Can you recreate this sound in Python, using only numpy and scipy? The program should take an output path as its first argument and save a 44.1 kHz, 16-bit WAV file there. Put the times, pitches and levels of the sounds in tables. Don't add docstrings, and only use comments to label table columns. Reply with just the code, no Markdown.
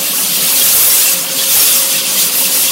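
import sys
import numpy as np
from scipy import signal
from scipy.fft import rfft, irfft, next_fast_len
from scipy.io import wavfile
from scipy.ndimage import uniform_filter1d, map_coordinates

SR = 44100
rng = np.random.default_rng(int(sys.argv[2]) if len(sys.argv) > 2 else 0)


def materialize(psi):
    bounded = np.clip(np.atleast_2d(psi).T, -1, 1)
    quanta = np.round(bounded * 32767).astype(np.int16)
    wavfile.write(sys.argv[1], SR, quanta)


N = 119511

# t/s, hiss level/dB, spray level/dB, froth level/dB
JET_LEVELS = [(0, -15.5, -21, -22.5), (.12, -14, -22.5, -22), (.21, -11.5, -18.5, -24),
              (.28, -14.5, -19.5, -19.5), (.4, -12.5, -18, -18.5), (.56, -8, -15, -18),
              (.68, -5.5, -13, -15.5), (.8, -3.5, -14.5, -17.5), (.92, -5, -13.5, -19),
              (1.02, -6.5, -12, -15), (1.12, -9.5, -15, -19.5), (1.135, -8.5, -13, -18),
              (1.155, -17, -20.5, -21.5), (1.22, -14, -21, -23.5), (1.28, -19.5, -25.5, -24.5),
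              (1.35, -17, -19, -22.5), (1.385, -14, -19.5, -18), (1.47, -13.5, -15.5, -19.5),
              (1.56, -4.5, -12, -16.5), (1.68, -5, -13, -15), (1.78, -8, -13, -17.5),
              (1.88, -14.5, -18.5, -22.5), (1.92, -11, -15, -18.5), (1.99, -16.5, -17.5, -17.5),
              (2.03, -18, -22, -20.5), (2.1, -15, -16.5, -19.5), (2.16, -12.5, -18.5, -18),
              (2.2, -8, -12, -18), (2.27, -12, -17.5, -17.5), (2.305, -16, -20.5, -21),
              (2.4, -7.5, -17, -21), (2.49, -14, -18, -20), (2.6, -7.5, -14, -18.5),
              (2.71, -14.5, -17.5, -18)]
# f/Hz, relative spectral density/dB
HISS_SPECTRUM = [(4400, -23), (7500, -9), (9500, -4.5), (10500, -2), (12400, -1), (15200, -3.5), (18000, 0),
                 (22000, -9)]
SPRAY_SPECTRUM = [(3500, -27), (4800, -4), (6000, 0), (8000, -2.5), (9500, -0.5), (12000, -16)]
FROTH_SPECTRUM = [(1700, -17), (2400, -6.5), (2750, -1.5), (2950, -3.5), (3200, -1), (3500, -1),
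                  (3850, -3.5), (4700, -1.5), (6000, -13.5)]
LOW_RUSH_SPECTRUM = [(250, -14), (340, -12), (520, -2.5), (750, -9.5), (1150, -5.5), (1700, -9),
                     (2400, -10), (3200, -13)]
BOOM_SPECTRUM = [(100, -11.5), (150, -5.5), (185, -4.5), (220, -6.5), (265, -3.5), (330, -11), (420, -11.5)]
# t/s, f/Hz, level/dB, length/s
WHISTLE_POCKETS = [(0.042, 2750, -18.5, 0.034), (.18, 2800, -16, 0.016), (0.231, 4766, -15, 0.013),
                   (0.337, 5340, -20, .02), (0.47, 3700, -14, 0.017), (0.532, 2590, -18.5, 0.03),
                   (.56, 4330, -11, 0.017), (0.568, 3900, -16, 0.024), (0.609, 3274, -8, 0.022),
                   (.655, 2920, -16, 0.024), (0.708, 4260, -13, 0.031), (0.72, 5950, -8, .02),
                   (0.822, 5150, -18, 0.013), (0.883, 6660, -16, 0.015), (.9, 5500, -8, 0.015),
                   (1.052, 2730, -14.5, 0.048), (1.075, 2690, -19, 0.033), (1.113, 6600, -11, 0.021),
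                   (1.375, 3390, -20.5, 0.069), (1.384, 4740, -17, 0.011), (1.4, 3980, -16, 0.026),
                   (1.43, 3100, -19.5, 0.035), (1.49, 3610, -15, 0.027), (1.593, 3300, -14, 0.027),
                   (1.599, 5470, -7, 0.026), (1.715, 3540, -15, 0.021), (1.91, 8200, -18, 0.015),
                   (1.938, 1880, -23.5, 0.05), (1.947, 2700, -16, 0.031), (1.977, 3400, -19, 0.044),
                   (2.05, 2610, -21, 0.026), (2.19, 4500, -17, 0.04), (2.387, 2790, -17, 0.047),
                   (2.449, 2700, -16.5, 0.025), (2.678, 2756, -17.5, 0.031), (2.69, 1080, -21, 0.035)]
GULP_POCKETS = [(0.0, 187, -30, 0.038), (.1, 188, -29, 0.056), (.285, 180, -27.5, 0.069),
                (.375, 202, -30, 0.025), (.42, 172, -23, 0.047), (.585, 256, -28, .05),
                (1.12, 175, -27, 0.097), (1.34, 259, -28, 0.043), (1.75, 244, -29, 0.059),
                (1.955, 172, -29, 0.055), (2.145, 193, -26, 0.079), (2.22, 173, -25.5, 0.048),
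                (2.39, 264, -29, 0.054), (2.445, 187, -27, 0.059)]
# t/s, level of the strongest hum line/dB, level of the tank's boom/dB
HUM_AND_BOOM_LEVELS = [(0, -32, -34), (.12, -42, -32.5), (.3, -44.5, -34), (.45, -35, -32), (.55, -42, -38),
                       (.7, -32.5, -38), (.82, -55, -51), (1.0, -51, -42), (1.07, -36, -43),
                       (1.15, -35.5, -32.5), (1.25, -35.5, -35.5), (1.36, -31.5, -34), (1.5, -34.5, -35.5),
                       (1.6, -43, -35), (1.7, -38, -34), (1.75, -31.5, -42.5), (1.95, -32, -32),
                       (2.15, -36.5, -34), (2.25, -38.5, -33.5), (2.38, -44, -38), (2.45, -33.5, -33.5),
                       (2.6, -36, -34.5), (2.71, -38, -33)]
# f/Hz, rms level/dB
WEAK_HUM_LINES = [(182, -45.5), (269.2, -46), (1120, -46.5)]

GURGLE_DB, GURGLES_PER_S = 1.03, 34


def jet(level_db):
    return amp(level_db + 0.36 * quiver(31.96)) * rush(HISS_SPECTRUM, patchy_db=2.5, patch_hz=299)


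def spray(level_db):
    gurgle_db = GURGLE_DB * quiver(GURGLES_PER_S)
    return amp(level_db + gurgle_db) * rush(SPRAY_SPECTRUM, patchy_db=2.5, patch_hz=250)


def froth(level_db):
    gurgle_db = GURGLE_DB * quiver(GURGLES_PER_S)
    fizz = rush(FROTH_SPECTRUM, patchy_db=1.0, patch_hz=200) + amp(-5) * bubbles()
    return amp(level_db + gurgle_db) * unit(fizz)


def bubbles(per_s=420, median_hz=4207, log_spread=0.26, cycles=64.4, rise=0.031):
    count = int(per_s * N / SR)
    onset, size_rank = rng.random((2, count, 1))
    hz = median_hz * np.exp(log_spread * rng.standard_normal((count, 1)))
    samples = np.arange(1500)
    age = samples / SR * hz / cycles
    tones = age * np.exp(-4 * age) * np.sin(2 * np.pi * cycles * age * (1 + rise * age))
    tones *= amp(-2.5 * np.log(size_rank + 0.0018))
    positions = (onset * N).astype(int) + samples
    return unit(np.bincount(positions.ravel(), tones.ravel())[:N])


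def air_pockets(rows, roughness, attack_share=0.14):
    out = np.zeros(N + SR)
    for start, hz, db, length in rows:
        t = np.arange(int(2 * length * SR)) / SR
        knots = rng.standard_normal(24) + 1j * rng.standard_normal(24)
        modulation = 1 + roughness * np.interp(t / length, np.linspace(0, 2, 24), knots)
        tone = np.imag(modulation * np.exp(2j * np.pi * hz * t)) / np.hypot(1, roughness)
        envelope = np.minimum(t / (attack_share * length), 1) * np.exp(-1.8 * (t / length) ** 2)
        out[int(start * SR):][:len(t)] += amp(db) * envelope * tone
    return out[:N]


def low_rush_and_boom(hiss_db, boom_db):
    swing_db = 0.27 * (hiss_db - hiss_db.mean())
    low_rush = amp(-27.5 + swing_db + 0.84 * wobble(17)) * rush(LOW_RUSH_SPECTRUM, patchy_db=3.0)
    boom = amp(boom_db) * rush(BOOM_SPECTRUM, patchy_db=2.0)
    return low_rush + boom


def pump(main_db, main_hz=537, drift_hz=3):
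    t = np.arange(N) / SR
    drift_phase = 2 * np.pi * np.cumsum(drift_hz * wobble(20)) / SR
    line = lambda hz: np.sqrt(2) * np.sin(2 * np.pi * hz * t + drift_phase * hz / main_hz)
    weak = sum(amp(db + 4.5 * wobble(8.13)) * line(hz) for hz, db in WEAK_HUM_LINES)
    return weak + amp(main_db + 2 * wobble(25.02)) * line(main_hz)


def rush(spectrum, patchy_db, patch_hz=170):
    spectra = signal.stft(rng.standard_normal(N), nperseg=1024)[2]
    patches = uniform_filter1d(rng.standard_normal(spectra.shape), int(patch_hz * 1024 / SR) + 1, axis=0)
    patches = uniform_filter1d(patches, size=3, axis=1)
    noise = signal.istft(spectra * amp(patchy_db * unit(patches)), nperseg=1024)[1][:N]
    f, db = np.transpose(spectrum)
    return unit(filtered(noise, lambda hz: amp(np.interp(np.log(hz + 1), np.log(f), db, -120, -120))))


def wobble(rate):
    return map_coordinates(rng.standard_normal(400), [np.arange(N) * rate / SR])


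def quiver(rate, mean_s=0.13):
    curve = wobble(rate)
    return curve - uniform_filter1d(curve, int(mean_s * SR))


def curves(rows):
    times, *columns = np.transpose(rows)
    return [np.interp(np.arange(N) / SR, times, column) for column in columns]


def filtered(x, response):
    size = next_fast_len(N + 8192)
    return irfft(rfft(x, size) * response(np.fft.rfftfreq(size, 1 / SR)), size)[..., :N]


def amp(db):
    return 10 ** (np.asarray(db) / 20)


def unit(x):
    return x / np.sqrt(np.mean(x ** 2) + 1e-20)


def scene():
    hiss_db, spray_db, froth_db = curves(JET_LEVELS)
    hum_db, boom_db = curves(HUM_AND_BOOM_LEVELS)
    flutter = amp(0.5 * quiver(30.08))
    water = flutter * (jet(hiss_db) + spray(spray_db) + froth(froth_db))
    low_noise = low_rush_and_boom(hiss_db, boom_db)
    whistles = air_pockets(WHISTLE_POCKETS, roughness=0.75)
    gulps = air_pockets(GULP_POCKETS, roughness=0.15)
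    return np.tile(water + low_noise + whistles + gulps + pump(hum_db), (2, 1))


def record(dry, bass_hz=120, ceiling=0.69, hardness=4.2, low_hz=36, top_hz=15780):
    thinned = filtered(dry, lambda hz: (hz / bass_hz) ** 4 / (1 + (hz / bass_hz) ** 4))
    saturated = thinned / (1 + np.abs(thinned / ceiling) ** hardness) ** (1 / hardness)
    return np.clip(filtered(saturated, lambda hz: (hz < top_hz) * hz / np.hypot(hz, low_hz)), -1, 1)


dry = scene()
out = record(dry)
materialize(out)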